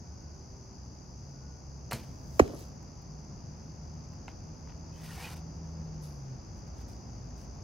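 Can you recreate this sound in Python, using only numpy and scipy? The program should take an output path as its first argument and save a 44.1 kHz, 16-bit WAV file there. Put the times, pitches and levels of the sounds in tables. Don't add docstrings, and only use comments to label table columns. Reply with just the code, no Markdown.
import sys
import numpy as np
from scipy import signal
from scipy.fft import rfft, irfft, next_fast_len
from scipy.io import wavfile
from scipy.ndimage import uniform_filter1d

SR = 44100
rng = np.random.default_rng(int(sys.argv[2]) if len(sys.argv) > 2 else 0)


def store_wav(level_fs):
    pcm = np.round(np.clip(np.atleast_2d(level_fs), -1, 1) * 32767)
    wavfile.write(sys.argv[1], SR, pcm.T.astype(np.int16))


N = 336483
STRIKE_S = 2.3936

# frequency in Hz, width in Hz, relative level in dB.
WOOD_MODES = [(855, 380, -1), (1440, 390, -3.5), (2140, 440, -4), (2530, 870, -10.5), (4000, 1700, -15)]


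def gain_of(db):
    return 10 ** (np.asarray(db) / 20)


def evened(x):
    return x / np.sqrt(np.mean(x ** 2) + 1e-20)


def read(points, hz):
    f, value = np.transpose(points)
    return np.interp(np.log(hz + 1), np.log(f + 1), value)


def add(mix, start_s, sound):
    part = mix[..., round(start_s * SR):][..., :sound.shape[-1]]
    part += sound[..., :part.shape[-1]]


def curve(rows):
    s, *columns = np.transpose(rows)
    t = np.arange(s[0], s[-1], 1 / SR)
    return [np.interp(t, s, c) for c in columns]


def colour(x, points):
    size = next_fast_len(x.shape[-1])
    gain = gain_of(read(points, np.fft.rfftfreq(size, 1 / SR)))
    return evened(irfft(rfft(x, size) * gain, size)[..., :x.shape[-1]])


def resonate(x, hz, width_hz):
    turn = np.exp(2j * np.pi * np.cumsum(hz * np.ones(len(x))) / SR)
    r = np.exp(-np.pi * width_hz / SR)
    return 2 * (turn * signal.lfilter([1 - r], [1, -r], x / turn)).real


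def ring(modes):
    t = np.arange(SR // 3) / SR
    rise = 1 - np.exp(-t / 0.003)
    return rise * sum(gain_of(db - 60 * t / t60_s) * np.sin(2 * np.pi * hz * t) for hz, db, t60_s in modes)


def swell(rise_s, hold_s, fall_s):
    range_db = 25
    end_s = rise_s + hold_s + fall_s
    t = np.arange(0, end_s, 1 / SR)
    db = np.interp(t, [0, rise_s, rise_s + hold_s, end_s], [-range_db, 0, 0, -range_db])
    return (gain_of(db) - gain_of(-range_db)) / (1 - gain_of(-range_db))


def from_target(x):
    port_lag_s = .000272
    return np.array([np.pad(x, (round(port_lag_s * SR), 0))[:len(x)], x])


def strike():
    # frequency in Hz, level in dB, t60 in s.
    thud_modes = [(76.6, -11.5, 0.07), (122, -22, 0.075), (247, -20, 0.062), (503, -40, .08),
                  (740, -29, 0.061)]
    thud_s = 2.4145
    from_hz, to_hz, sink_s = 1230, 200, .005
    rise_s, last_s, fall_s = 0.0049, 0.012, 0.0083
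    sweep_db, sag_db_per_s = -6, 470
    shape = swell(rise_s, last_s - rise_s, fall_s)
    t = np.arange(len(shape)) / SR
    shape = shape * gain_of(sweep_db - sag_db_per_s * np.maximum(t - rise_s, 0))
    hz = to_hz + (from_hz - to_hz) * np.exp(-t / sink_s)
    turns = np.cumsum(hz) / SR
    upper = gain_of(6.5 - 60 * t / 0.025) * np.sin(2 * np.pi * 1.95 * turns)
    hit = np.zeros(SR)
    add(hit, 0, shape * (np.sin(2 * np.pi * turns) + upper))
    add(hit, thud_s - STRIKE_S, ring(thud_modes))
    return hit


def returns():
    # delay in s, relative level in dB.
    echoes = [(.037, -29), (.052, -25.5), (.084, -29), (.096, -23), (.135, -24), (.15, -27), (.21, -34)]
    # frequency in Hz, relative level in dB.
    tail_colour = [(60, -34), (150, -3), (400, -3.5), (800, -6), (1500, -17), (4000, -1.5)]
    t = np.arange(SR) / SR
    tail = rng.standard_normal((2, SR)) * gain_of(-46.0 - 60 * t / 0.5) * (t > .012)
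    age = t[:1500]
    for delay_s, echo_db in echoes:
        smear = gain_of(echo_db - 17.5 - 60 * age / 0.032) * (1 - np.exp(-age / .004))
        add(tail, delay_s, smear * rng.standard_normal(1500))
    return colour(tail, tail_colour) * tail.std()


def crack():
    # frequency in Hz, relative spectrum in dB per Hz.
    crack_colour = [(700, -30), (1100, -3), (1690, 3), (3150, -8.5), (3550, -28), (4000, -8.5), (5380, -11),
                    (6430, -7.5), (8830, -27), (11100, -21.5), (16000, -28)]
    crack_db, echo_delay_s, echo_db = -15, .083, -15
    t = np.arange(SR) / SR
    ragged = gain_of(5.7 * evened(uniform_filter1d(rng.standard_normal(SR), size=30)))
    shared, left, right = ragged * rng.standard_normal((3, SR))
    noise = colour(from_target(shared) + .4 * np.array([1.6 * left, right]), crack_colour)
    noise = noise * gain_of(crack_db) * (1 - np.exp(-t / .0015))
    echo = noise.mean(0) * gain_of(echo_db - 60 * t / 0.013)
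    split, creak = gain_of(-60 * t / 0.03), gain_of(-25 - 60 * t / 0.18)
    out = noise * (split + creak)
    add(out, echo_delay_s, echo)
    return out


def impact():
    thump_lag_s, side_db = .00023, 1.8
    hit = strike()
    returned = signal.fftconvolve(hit[None], returns(), axes=1)[:, :SR]
    out = np.zeros((2, N))
    add(out, STRIKE_S, returned + crack())
    add(out[0], STRIKE_S + thump_lag_s, gain_of(-side_db) * uniform_filter1d(hit, size=9))
    add(out[1], STRIKE_S, gain_of(side_db) * hit)
    return out


def release():
    # frequency in Hz, relative spectrum in dB per Hz.
    slide_colour = [(240, -39), (400, 0), (489, -4), (730, -6), (1060, -9.5), (2930, -8.5), (3640, -17),
                    (4240, -6), (5110, -13), (12900, -18.5), (16000, -33)]
    # start in s, level in dB.
    scuffs = [(1.911, -40.5), (1.931, -39)]
    # frequency in Hz, level in dB, t60 in s.
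    string_modes = [(119, -28.5, 0.13), (223, -35.5, 0.17), (331, -47, 0.26), (498, -41, 0.14),
                    (660, -42, 0.15), (940, -46, .08), (2400, -48, .1), (4230, -46, 0.085)]
    slide_s, rise_s, hold_s, fall_s, slide_db = 1.912, .004, 0.044, 0.051, -46
    scuff_t60_s, string_s = .05, 1.930
    level = gain_of(slide_db) * swell(rise_s, hold_s, fall_s)
    t = np.arange(len(level)) / SR
    for s, db in scuffs:
        add(level, s - slide_s + rise_s, gain_of(db - 60 * t / scuff_t60_s))
    out = np.zeros(N)
    add(out, slide_s - rise_s, level * colour(rng.standard_normal(len(level)), slide_colour))
    add(out, string_s, ring(string_modes))
    return out


def flight():
    # frequency in Hz, relative spectrum in dB per Hz.
    flight_colour = [(2000, -12), (7000, -5), (11000, -3), (16000, -5)]
    start_s, speed_m_per_s, target_m, db_at_1_m = 1.97, 44, 1.8, -54
    left_s = np.arange(STRIKE_S - start_s, 0, -1 / SR)
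    distance_m = np.hypot(target_m, speed_m_per_s * left_s)
    hiss = colour(rng.standard_normal(len(left_s)), flight_colour)
    out = np.zeros(N)
    add(out, start_s, gain_of(db_at_1_m) * hiss / distance_m)
    return from_target(out)


def ticks():
    # start in s, relative spark level in dB, relative ring level in dB, pitch factor on the ring.
    knocks = [(1.9214, -50, -18, 0.95), (1.9258, -49, -28, 1.1), (1.931, -32, -26, 1.1),
              (1.9674, -55, -49, 1.02), (2.5944, -46, -50, 0.85), (2.605, -49, -55, 1.2),
              (2.611, -63, -47, 1.2), (2.6594, -58, -51, 0.73), (2.6858, -62, -50, 0.9),
              (2.83, -67, -48, 1.02), (3.0208, -64, -59, 1.02), (4.135, -65, -50, 1.3),
              (4.6743, -78, -41, 0.92), (4.722, -77, -45, 1.3), (5.34, -52, -46, 1.16),
              (5.367, -63, -51, 1.2), (6.6772, -60, -44, 0.71), (6.7844, -67, -58, 1.02),
              (6.8149, -67, -59, 0.93), (6.8828, -64, -61, 1.2), (6.8944, -68, -53, 0.73)]
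    spark_t60_s = 0.011
    out, t = np.zeros(N), np.arange(1500) / SR
    contact = 1 - np.exp(-t / 0.00022)
    sparks = np.diff(rng.standard_normal((len(knocks), len(t) + 1)))
    for (s, spark_db, ring_db, pitch), spark in zip(knocks, sparks):
        wood = np.zeros(len(t))
        for k, (hz, width_hz, db) in enumerate(WOOD_MODES):
            mode = np.exp(-np.pi * width_hz * t) * np.sin(2 * np.pi * pitch * hz * t)
            wood += (-1) ** k * gain_of(db) * mode
        add(out, s, gain_of(spark_db - 60 * t / spark_t60_s) * spark + gain_of(ring_db) * contact * wood)
    return out


def zings():
    # start in s, from Hz, to Hz, length in s, whistle peak in dB.
    whistles = [(2.541, 13000, 9800, .012, -60), (6.029, 14000, 7500, .018, -57.5)]
    out, age = np.zeros(N), np.arange(SR // 4) / SR
    for s, from_hz, to_hz, length_s, db in whistles:
        hz = np.geomspace(from_hz, to_hz, round(length_s * SR))
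        whistle = np.sin(2 * np.pi * np.cumsum(hz) / SR) * signal.windows.tukey(len(hz), .6)
        add(out, s, gain_of(db) * whistle)
        hiss = evened(resonate(resonate(rng.standard_normal(len(age)), 10300, 1500), 12000, 1500))
        hiss_level = gain_of(db - 2.5 - 60 * age / 0.53) * (1 - np.exp(-age / .012))
        add(out, s - .016, hiss_level * hiss)
    return out


def rattles():
    # start in s, peak in dB, t60 of the bouncing in s.
    runs = [(1.9495, -40, .015), (4.2806, -33, .02), (4.696, -50, .015), (5.417, -54, .015)]
    out, t = np.zeros(N), np.arange(1500) / SR
    size = (len(runs), len(t))
    bounces = rng.standard_normal(size) * (rng.random(size) < .04)
    for (s, db, t60_s), train in zip(runs, bounces):
        first = 3 * (t == t[5])
        train = uniform_filter1d(train + first, size=9) * gain_of(-60 * t / t60_s)
        rung = sum(gain_of(mode_db) * resonate(resonate(train, hz, width_hz), hz, width_hz)
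                   for hz, width_hz, mode_db in WOOD_MODES)
        add(out, s, gain_of(db) * rung / abs(rung).max())
    return out


def rubbing():
    # time of full level in s, rise in s, hold in s, fall in s, treble level in dB, middle level in dB.
    strokes = [(1.962, .004, .003, 0.26, -58, -55), (2.413, .006, .003, 0.32, -57, -56),
               (2.587, .1, .02, 0.14, -59.5, -68), (4.283, .003, .003, 0.078, -74, -55),
               (4.695, 0.049, .005, .05, -88, -61), (5.05, 0.17, 0.16, .1, -57.5, -59.5),
               (5.247, 0.16, 0.087, 0.039, -55, -55), (5.367, .015, .004, 0.073, -61, -60.5),
               (6.043, 0.051, .006, .14, -60, -70), (6.572, .04, .005, .08, -73, -73),
               (6.81, 0.11, 0.0058, .07, -69, -65), (6.886, .025, 0.0059, 0.17, -65, -73),
               (7.38, 0.049, .06, .06, -70, -74)]
    # frequency in Hz, relative spectrum in dB per Hz.
    treble_colour = [(2350, -22), (4000, -6.5), (4540, -1), (7140, -7), (9940, -6), (15100, -10.5),
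                     (16000, -9)]
    middle_colour = [(290, -57), (500, 9.5), (523, -9.5), (938, 3), (1140, -6.5), (2400, -3), (3490, -9),
                     (4500, -15), (7000, -29), (9100, -69), (15400, -120)]
    grain_db = 1.8 * evened(uniform_filter1d(rng.standard_normal(N), size=250))
    grain = rng.standard_normal(N) * gain_of(grain_db)
    treble, middle = colour(grain, treble_colour), colour(grain, middle_colour)
    out = np.zeros(N)
    for s, rise_s, hold_s, fall_s, treble_db, middle_db in strokes:
        shape = swell(rise_s, hold_s, fall_s)
        first = round((s - rise_s) * SR)
        at = slice(first, first + len(shape))
        add(out, s - rise_s, shape * (gain_of(treble_db) * treble[at] + gain_of(middle_db) * middle[at]))
    return out


def quiver():
    # time in s, frequency in Hz.
    tube_pitch = [(5.0, 880), (5.2, 760), (5.25, 857), (5.4, 770)]
    full_s, rise_s, hold_s, fall_s, scrape_db = 5.2, .36, .07, .2, -49
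    shape = swell(rise_s, hold_s, fall_s)
    hz = np.interp(full_s - rise_s + np.arange(len(shape)) / SR, *np.transpose(tube_pitch))
    tube = np.zeros(len(hz))
    # ratio to the lowest note, relative level in dB.
    for ratio, mode_db in [(1, 0.5), (1.3, -4), (1.7, -2.5), (2.3, -1.5), (2.9, 0.5), (3.5, -3), (4.6, -11)]:
        noise, flare = rng.standard_normal((2, len(hz)))
        flare_db = 5 * evened(uniform_filter1d(flare, size=1200))
        tube = tube + gain_of(mode_db + flare_db) * resonate(noise, ratio * hz, 98.4)
    out = np.zeros(N)
    add(out, full_s - rise_s, gain_of(scrape_db) * shape * evened(tube))
    return out


def engines():
    # time in s, firing frequency in Hz, level before the throb in dB, half-order level in dB.
    engine = [(0, 152.7, -66, -51), (.5, 146.2, -62.5, -57), (.85, 126.5, -55.5, -56),
              (1.2, 136, -50.5, -53), (1.7, 136, -51.5, -50), (2.6, 142.1, -55, -51.5),
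              (3.1, 149.1, -51.5, -55.5), (4.0, 155.7, -49, -49.5), (4.3, 156, -54, -62),
              (4.5, 157.1, -50, -48.5), (5.2, 160.8, -51.5, -50), (5.7, 161.6, -45.5, -43.5),
              (5.95, 157, -46.5, -55), (6.32, 129.8, -43.5, -56), (6.45, 126, -65, -60),
              (7.63, 126, -52.5, -59)]
    # time in s, frequency in Hz, level in dB.
    drone = [(0, 60, -69), (1.3, 64, -72), (3.4, 59, -62), (4.2, 58, -74), (6, 59, -59), (6.8, 56, -47.5),
             (7.63, 55, -48.5)]
    # start in s, end in s, frequency in Hz, peak in dB.
    far_tones = [(0, 0.404, 1483, -74.5), (0.307, 0.807, 385.5, -61), (1.3, 1.645, 1458, -71.5),
                 (3.948, 4.346, 254.7, -56.5), (6.747, 7.4, 250, -56.5)]
    throb_hz, throb_peak_s, throb_db = 2.202, 4.5, 2
    out = np.zeros(N)
    hz, db, half_db = curve(engine)
    t = np.arange(len(db)) / SR
    db = db + throb_db * np.cos(2 * np.pi * throb_hz * (t - throb_peak_s))
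    drone_hz, drone_db = curve(drone)
    for f, level_db, width_hz in [(hz, db, 3.0), (hz / 2, half_db, 4.0), (drone_hz, drone_db, 8.0)]:
        waver = evened(resonate(rng.standard_normal(len(f)), f, width_hz))
        steady = np.sqrt(2) * np.sin(2 * np.pi * np.cumsum(f) / SR)
        add(out, 0, gain_of(level_db) * (.3 * waver + .95 * steady))
    for start_s, end_s, f, peak_db in far_tones:
        t = np.arange(0, end_s - start_s, 1 / SR)
        tone = np.sin(2 * np.pi * f * t) * signal.windows.tukey(len(t), .3)
        add(out, start_s, gain_of(peak_db) * tone)
    return out


def spread(x):
    # frequency in Hz, left-right correlation.
    likeness = [(60, 1), (130, 0.9), (290, 0.77), (640, 0.3), (1410, 0.036), (3100, 0.55), (6820, 0.44),
                (15000, -0.14)]
    # frequency in Hz, left minus right in dB.
    side_lean = [(60, -1), (110, 2), (200, 0), (380, 0.5), (700, 0), (1290, -0.5), (2380, 2.5), (4400, 3.5),
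                 (8120, 1), (15000, -0.5)]
    size = next_fast_len(N)
    hz, (a, b) = np.fft.rfftfreq(size, 1 / SR), rfft(x, size)
    same = np.clip(read(likeness, hz), -1, 1)
    lean = gain_of(read(side_lean, hz) / 2)
    left = a * lean
    right = (same * a + np.sqrt(1 - same ** 2) * b) / lean
    return irfft(np.array([left, right]), size)[:, :N]


def traffic():
    # frequency in Hz, relative spectrum in dB per Hz.
    traffic_colour = [(21, -37), (35, -5.5), (71, -0.5), (142, -6), (200, -8.5), (265, -13.5), (455, -20.5),
                      (829, -21.5), (1920, -37.5), (2700, -40), (3050, -46.5), (3800, -48), (4200, -47.5),
                      (5460, -53), (9240, -120)]
    # time in s, level of the middle band in dB.
    middle_level = [(0.0, -54), (1.74, -54.5), (2.0, -52), (2.6, -52), (2.95, -53), (5.0, -52),
                    (7.63, -51.5)]
    middle_hz = (180, 1200)
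    wash = colour(rng.standard_normal((2, N)), traffic_colour)
    middle = signal.sosfilt(signal.butter(4, middle_hz, "band", fs=SR, output="sos"), wash)
    level_db = np.interp(np.arange(N) / SR, *np.transpose(middle_level))
    return wash / middle.std() * gain_of(level_db)


def crickets():
    # frequency in Hz, relative spectrum in dB per Hz.
    cricket_colour = [(2240, -51), (3800, -35), (4120, -18.5), (4620, -3), (4890, 3.5), (5390, -3),
                      (6190, 4), (6750, -4.5), (7660, -27), (8020, -78), (8590, -105), (9470, -26),
                      (11700, -24.5), (14200, -48), (15000, -36)]
    chorus_db = -59
    rate_hz, depth_db = np.array([[62], [108]]), np.array([[1.5], [1.2]])
    drift = uniform_filter1d(rng.standard_normal((2, N)), size=4000)
    turns = np.cumsum(rate_hz * (1 + 6.1 * drift), axis=1) / SR
    throb = gain_of((depth_db * np.sin(2 * np.pi * turns)).sum(0))
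    return gain_of(chorus_db) * colour(throb * rng.standard_normal((2, N)), cricket_colour)


def scene():
    # from s, to s.
    at_target = [(2.3936, 2.72), (5.97, 6.3), (6.66, 6.7)]
    t = np.arange(N) / SR
    small = rubbing() + ticks() + zings()
    there = np.any([(t > start_s) & (t < end_s) for start_s, end_s in at_target], axis=0)
    small = small * ~there + from_target(small * there)
    near = release() + small + quiver() + rattles()
    return near + flight() + impact() + engines() + spread(traffic() + crickets())


def record(dry):
    edge_hz = 15900
    dry = signal.sosfilt(signal.butter(2, 45, "high", fs=SR, output="sos"), dry)
    return signal.oaconvolve(dry, signal.firwin(511, edge_hz, window=("kaiser", 9), fs=SR)[None], "same")


dry = scene()
out = record(dry)
store_wav(out)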